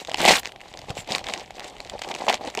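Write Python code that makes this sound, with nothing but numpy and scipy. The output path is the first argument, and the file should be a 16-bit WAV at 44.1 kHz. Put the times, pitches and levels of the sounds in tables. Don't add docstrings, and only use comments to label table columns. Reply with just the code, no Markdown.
import sys
import numpy as np
from scipy import signal
from scipy.fft import rfft, irfft
from scipy.io import wavfile
from scipy.ndimage import uniform_filter1d

SR = 44100
rng = np.random.default_rng(int(sys.argv[2]) if len(sys.argv) > 2 else 0)


def to_linear_factor(level_db):
    exponent = np.asarray(level_db, float) / 20
    return 10 ** exponent


def log_audio(samples):
    frames = np.atleast_2d(samples).T
    limited = np.clip(frames, -1, 1)
    pcm = np.round(limited * 32767).astype(np.int16)
    wavfile.write(sys.argv[1], SR, pcm)


N = 114660

# frequency in Hz, relative level in dB.
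SHEET = [(300, -39), (1000, -6.5), (1300, -13), (2040, -1), (2800, -2), (3830, -2.5), (4410, -3.5),
         (5440, -7.5), (7730, -8.5), (10000, -21), (12600, -23), (14200, -28), (15400, -28), (15900, -98)]
# frequency in Hz, relative level in dB.
PANEL = [(90, -61.5), (170, -10.5), (357, -6.5), (572, -3.5), (779, 1), (1000, -9), (1250, -17),
         (3080, -70.5)]


def rms_one(x):
    return x / np.sqrt(np.mean(x ** 2) + 1e-20)


def coloured(x, spectrum, size=2048):
    hz, db = np.transpose(spectrum)
    bins = np.maximum(np.arange(size // 2 + 1) * SR / size, 1)
    log_gain = np.log(to_linear_factor(np.interp(np.log(bins), np.log(hz), db)))
    cepstrum = irfft(log_gain)
    cepstrum[1:size // 2] *= 2
    cepstrum[size // 2 + 1:] = 0
    response = irfft(np.exp(rfft(cepstrum)))
    return signal.fftconvolve(x, response / np.sqrt(np.sum(response ** 2)))[:len(x)]


def band_noise(low_hz, high_hz):
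    band = signal.butter(2, [low_hz, high_hz], "band", fs=SR, output="sos")
    return signal.sosfilt(band, rng.standard_normal(N))


def drift(rate_hz):
    r = np.exp(-2 * np.pi * rate_hz / SR)
    noise = rng.standard_normal(N + SR)
    settled = signal.lfilter([1], [1, -2 * r, r * r], noise)[SR:]
    return rms_one(settled)


def ring(x, hz, cycles):
    r = to_linear_factor(-60 * hz / (cycles * SR))
    w = 2 * np.pi * hz / SR
    return signal.lfilter([np.sin(w)], [1, -2 * r * np.cos(w), r * r], x + 1e-18)


def clicks(per_s, spread_db):
    sizes = to_linear_factor(spread_db * np.minimum(rng.exponential(1, N), 5))
    signs = rng.choice([-1, 1], N)
    return sizes * signs * (rng.random(N) < per_s / SR)


def evened(x, seconds=0.0237):
    local_power = uniform_filter1d(x ** 2, int(seconds * SR))
    return x / np.sqrt(local_power + 0.33 * np.mean(x ** 2))


def add(out, s, sound, db):
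    i = int(s * SR)
    out[i:i + len(sound)] += (sound * to_linear_factor(db) / np.abs(sound).max())[:N - i]


def pops(rows, cycles):
    out = np.zeros(N)
    signs = rng.choice([-1, 1], len(rows))
    for (s, db, hz), sign in zip(rows, signs):
        period = int(SR / hz)
        push = np.zeros(int(cycles * SR / hz))
        push[:period] = np.hanning(period) * np.sin(np.linspace(0, 2 * np.pi, period))
        add(out, s, sign * ring(push, hz, cycles), db)
    return out


def treble(x):
    edge_hz = 6740
    high = signal.sosfilt(signal.butter(2, edge_hz, "high", fs=SR, output="sos"), x)
    return rms_one(coloured(high, [(edge_hz, 0), (12600, -8), (15300, -9), (16000, -40)]))


def room_tone():
    # frequency in Hz, relative level in dB.
    tone_colour = [(20, -8), (705, -5.5), (1270, -23), (3080, -7), (5530, -25), (12400, -29), (15900, -60)]
    return to_linear_factor(-57.5) * coloured(rng.standard_normal(N), tone_colour, size=8192)


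def rumble():
    # time in seconds, level in dB around which the lumps rise and fall.
    nearness = [(0, -59), (.32, -45), (.5, -63.5), (.78, -52.5), (1.15, -47), (1.3, -59.5), (1.79, -53),
                (2.1, -58.5)]
    level_db = np.interp(np.arange(N) / SR, *np.transpose(nearness))
    lumps_db = 3.6 * drift(5.1)
    return to_linear_factor(level_db + lumps_db) * rms_one(band_noise(22, 148))


def bumps():
    # start in seconds, peak in dB, pitch in Hz.
    bump_rows = [(0.899, -24.5, 126), (0.985, -32, 150), (1.103, -29, 170)]
    return pops(bump_rows, cycles=3)


def finger_slide():
    middle_s, spread_s = 0.992, 0.018
    hiss_hz, width_hz = 7420, 410
    level_db, air_db = -42, -10
    swell = np.exp(-.5 * ((np.arange(N) / SR - middle_s) / spread_s) ** 2)
    hiss = rms_one(ring(rng.standard_normal(N), hiss_hz, 2.5 * hiss_hz / width_hz))
    air = to_linear_factor(air_db) * treble(rng.standard_normal(N))
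    return to_linear_factor(level_db + drift(80)) * swell * (hiss + air)


def rip():
    start_s, swell_s, end_s, edge_s = 0.165, 0.07, 0.404, 0.003
    fibres_per_s, size_spread_db = 4000, 4.5
    level_db, clump_db = -38, 2.5
    t = np.arange(N) / SR
    fade_in = np.clip((t - start_s) / swell_s, 0, 1)
    fade_out = np.clip((end_s - t) / edge_s, 0, 1)
    patter = treble(clicks(fibres_per_s, size_spread_db))
    return to_linear_factor(level_db + clump_db * drift(89)) * fade_in * fade_out * patter


def patchy_noise():
    band_edges = np.geomspace(700, 16000, 8)
    total = np.zeros(N)
    for low_hz, high_hz in zip(band_edges, band_edges[1:]):
        total += to_linear_factor(3 * drift(30)) * band_noise(low_hz, high_hz)
    return rms_one(total)


def tiny_creases(work_db):
    ticks_per_s, size_spread_db = 1300, 5
    follow, clump_db = 0.35, 5.5
    rate_db = follow * (work_db - work_db.mean()) + clump_db * drift(32)
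    ticks = clicks(ticks_per_s * to_linear_factor(rate_db), size_spread_db)
    dealt = rng.integers(0, 12, N)
    rung = np.zeros(N)
    for k, hz in enumerate(np.geomspace(1200, 10000, 12)):
        own_ticks = ticks * (dealt == k) * to_linear_factor(3 * drift(19))
        rung += ring(own_ticks, hz, cycles=8)
    return evened(coloured(rung, SHEET))


def handling():
    # time in seconds, overall level in dB, panel wobble relative to that level in dB.
    work = [(0, -33.5, -7), (0.067, -51, -2), (0.088, -35.5, -9), (0.119, -47, 2.5), (0.164, -38.5, -9),
            (0.191, -26, -5.5), (0.229, -21, -3), (0.276, -15, -8), (0.284, -9, -11.5), (.308, -13.5, -6),
            (0.313, -16.5, -6.5), (0.356, -18, -8), (.398, -31, -8.5), (0.409, -56.5, 8), (.455, -42, -3.5),
            (0.491, -49.5, 1), (.54, -70.5, 19.5), (.61, -49, -0.5), (.75, -49, 0.5), (0.875, -48.5, 1.5),
            (0.9, -32.5, 1.5), (0.934, -55.5, 6.5), (0.976, -31.5, -8), (1.009, -42, -2), (1.053, -55.5, 0),
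            (1.093, -36, 1.5), (1.152, -27.5, -5.5), (1.192, -37.5, 4), (1.223, -51.5, 2),
            (1.287, -31, -2.5), (1.315, -37.5, 2), (1.401, -39, -3), (1.475, -50.5, -0.5), (1.53, -55, 4),
            (1.554, -45.5, 2), (1.65, -39.5, -2.5), (1.69, -41.5, -2), (1.73, -51, 5.5), (1.9, -45, 0),
            (1.957, -43.5, 6.5), (2.01, -50, 2), (2.04, -36, -8.5), (2.075, -45.5, 9), (2.105, -37, 2),
            (2.136, -46.5, 6), (2.188, -43.5, 2.5), (2.212, -34.5, 0), (2.276, -40, 5), (2.284, -20, -1.5),
            (2.308, -21.5, -7.5), (2.321, -28.5, 2.5), (2.352, -33.5, -4), (2.394, -53, 7.5),
            (2.413, -46.5, 10.5), (2.483, -35.5, 6.5), (2.501, -46.5, 1), (2.569, -43, -1.5),
            (2.583, -34, 8.5), (2.6, -45, -16)]
    crackle_db, rustle_db, flicker_db = -3, -8, 3.5
    wobbles_per_s, wobble_spread_db = 1200, 3
    t = np.arange(N) / SR
    s, db, relative_db = np.transpose(work)
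    work_db = np.interp(t, s, db)
    panel_db = np.interp(t, s, relative_db)
    crackle = to_linear_factor(crackle_db) * tiny_creases(work_db)
    rustle = rms_one(coloured(patchy_noise(), SHEET))
    rustle = to_linear_factor(rustle_db + flicker_db * drift(44)) * rustle
    panels = evened(coloured(clicks(wobbles_per_s, wobble_spread_db), PANEL))
    panels = to_linear_factor(panel_db + flicker_db * drift(51)) * panels
    return to_linear_factor(work_db) * (crackle + rustle + panels)


def flexes():
    # start in seconds, peak in dB, ring in Hz.
    flex_rows = [(0.084, -23, 660), (0.09, -20, 665), (0.114, -22, 710), (0.143, -16, 820),
                 (0.252, -0.5, 720), (0.289, -8, 670), (0.307, -1.5, 760), (1.121, -19, 870),
                 (1.506, -27.5, 785), (1.938, -23.5, 567), (1.952, -22.5, 565), (2.111, -20, 920),
                 (2.281, -6.5, 860), (2.301, -6.5, 810), (2.575, -23, 378)]
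    return pops(flex_rows, cycles=8)


def snaps():
    # start in seconds, peak in dB.
    creases = [(.0488, -20.5), (.073, -23.5), (0.0958, -18.5), (0.1161, -18.5), (0.136, -24), (0.1438, -8),
               (0.1576, -25), (0.1727, -20), (0.2036, -17), (0.2153, -9.5), (0.2517, -4), (0.2597, -2.5),
               (0.2795, -1), (0.3087, -6), (0.38, -29), (0.3992, -25), (0.4321, -25), (0.4344, -33),
               (0.449, -22), (0.4562, -13.5), (0.4671, -25), (0.473, -21.5), (0.4922, -27), (0.5199, -30),
               (0.5602, -28.5), (0.6056, -30), (.6135, -28), (0.682, -32.5), (0.7389, -26), (0.7733, -25),
               (0.7903, -26.5), (0.8163, -28.5), (.8944, -25), (0.9051, -21.5), (0.979, -29), (1.0458, -34),
               (1.0748, -26.5), (1.0897, -29), (1.1205, -9.5), (1.1495, -2.5), (1.1582, -20),
               (1.1825, -14.5), (1.1924, -25.5), (1.2416, -21), (1.268, -17.5), (1.286, -17.5),
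               (1.2975, -21), (1.3371, -10), (1.4082, -26.5), (1.5068, -27.5), (1.5958, -21), (1.6049, -22),
               (1.627, -35), (1.6439, -26), (1.766, -29.5), (1.7829, -32), (1.803, -20.5), (1.8487, -27),
               (1.873, -32), (1.8973, -19.5), (1.9917, -24), (2.0182, -15), (2.0361, -25), (2.0464, -24.5),
               (2.088, -23), (2.111, -27.5), (2.1144, -17.5), (2.1407, -20), (2.1496, -16.5), (2.1617, -24),
               (2.1861, -26), (2.267, -23), (2.2851, -11), (2.2964, -7.5), (2.3274, -13.5), (2.3422, -6.5),
               (2.3764, -30), (2.4502, -24.5), (2.4741, -22.5), (2.5006, -23.5), (2.5502, -19),
               (2.574, -14.5), (2.5904, -16.5)]
    burst_s, longest_lag_s = 0.0004, 0.004
    lowest_hz = 2000
    ring_db, body_db = -8.5, -1.5
    out = np.zeros(N)
    t = np.arange(600) / SR
    for s, db in creases:
        noise = rng.standard_normal(600)
        pitch, shake, bright, lag = rng.random(4)
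        late = np.maximum(t - longest_lag_s * lag, 0)
        first_slip = t * np.exp(-t / burst_s)
        after_slip = .5 * shake * late * np.exp(-late / burst_s)
        burst = noise * (first_slip + after_slip)
        dull = np.exp(-2 * np.pi * lowest_hz * 10 ** bright / SR)
        dulled = signal.lfilter([1], [1, -dull], burst)
        sound = rms_one(coloured(dulled, SHEET, size=512))
        sound += to_linear_factor(ring_db) * rms_one(ring(burst, lowest_hz * 2 ** pitch, cycles=11))
        sound += shake * to_linear_factor(body_db) * rms_one(coloured(burst, PANEL))
        add(out, s, sound, db)
    return out


def room(x):
    t = np.arange(int(.3 * SR)) / SR
    tail = rng.standard_normal(len(t)) * to_linear_factor(-60 * t / 0.12) * (t > .003)
    return signal.fftconvolve(x, tail / np.sqrt(np.sum(tail ** 2)))[:N]


def scene():
    paper = handling() + snaps() + flexes() + finger_slide() + rip()
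    echo = to_linear_factor(-20) * room(paper)
    mix = paper + echo + bumps() + rumble() + room_tone()
    return mix[None]


def top_cut(x):
    return signal.sosfilt(signal.butter(12, 16090, fs=SR, output="sos"), x)


def record(dry):
    rounded = np.tanh(dry)
    return top_cut(rounded)


dry = scene()
out = record(dry)
log_audio(out)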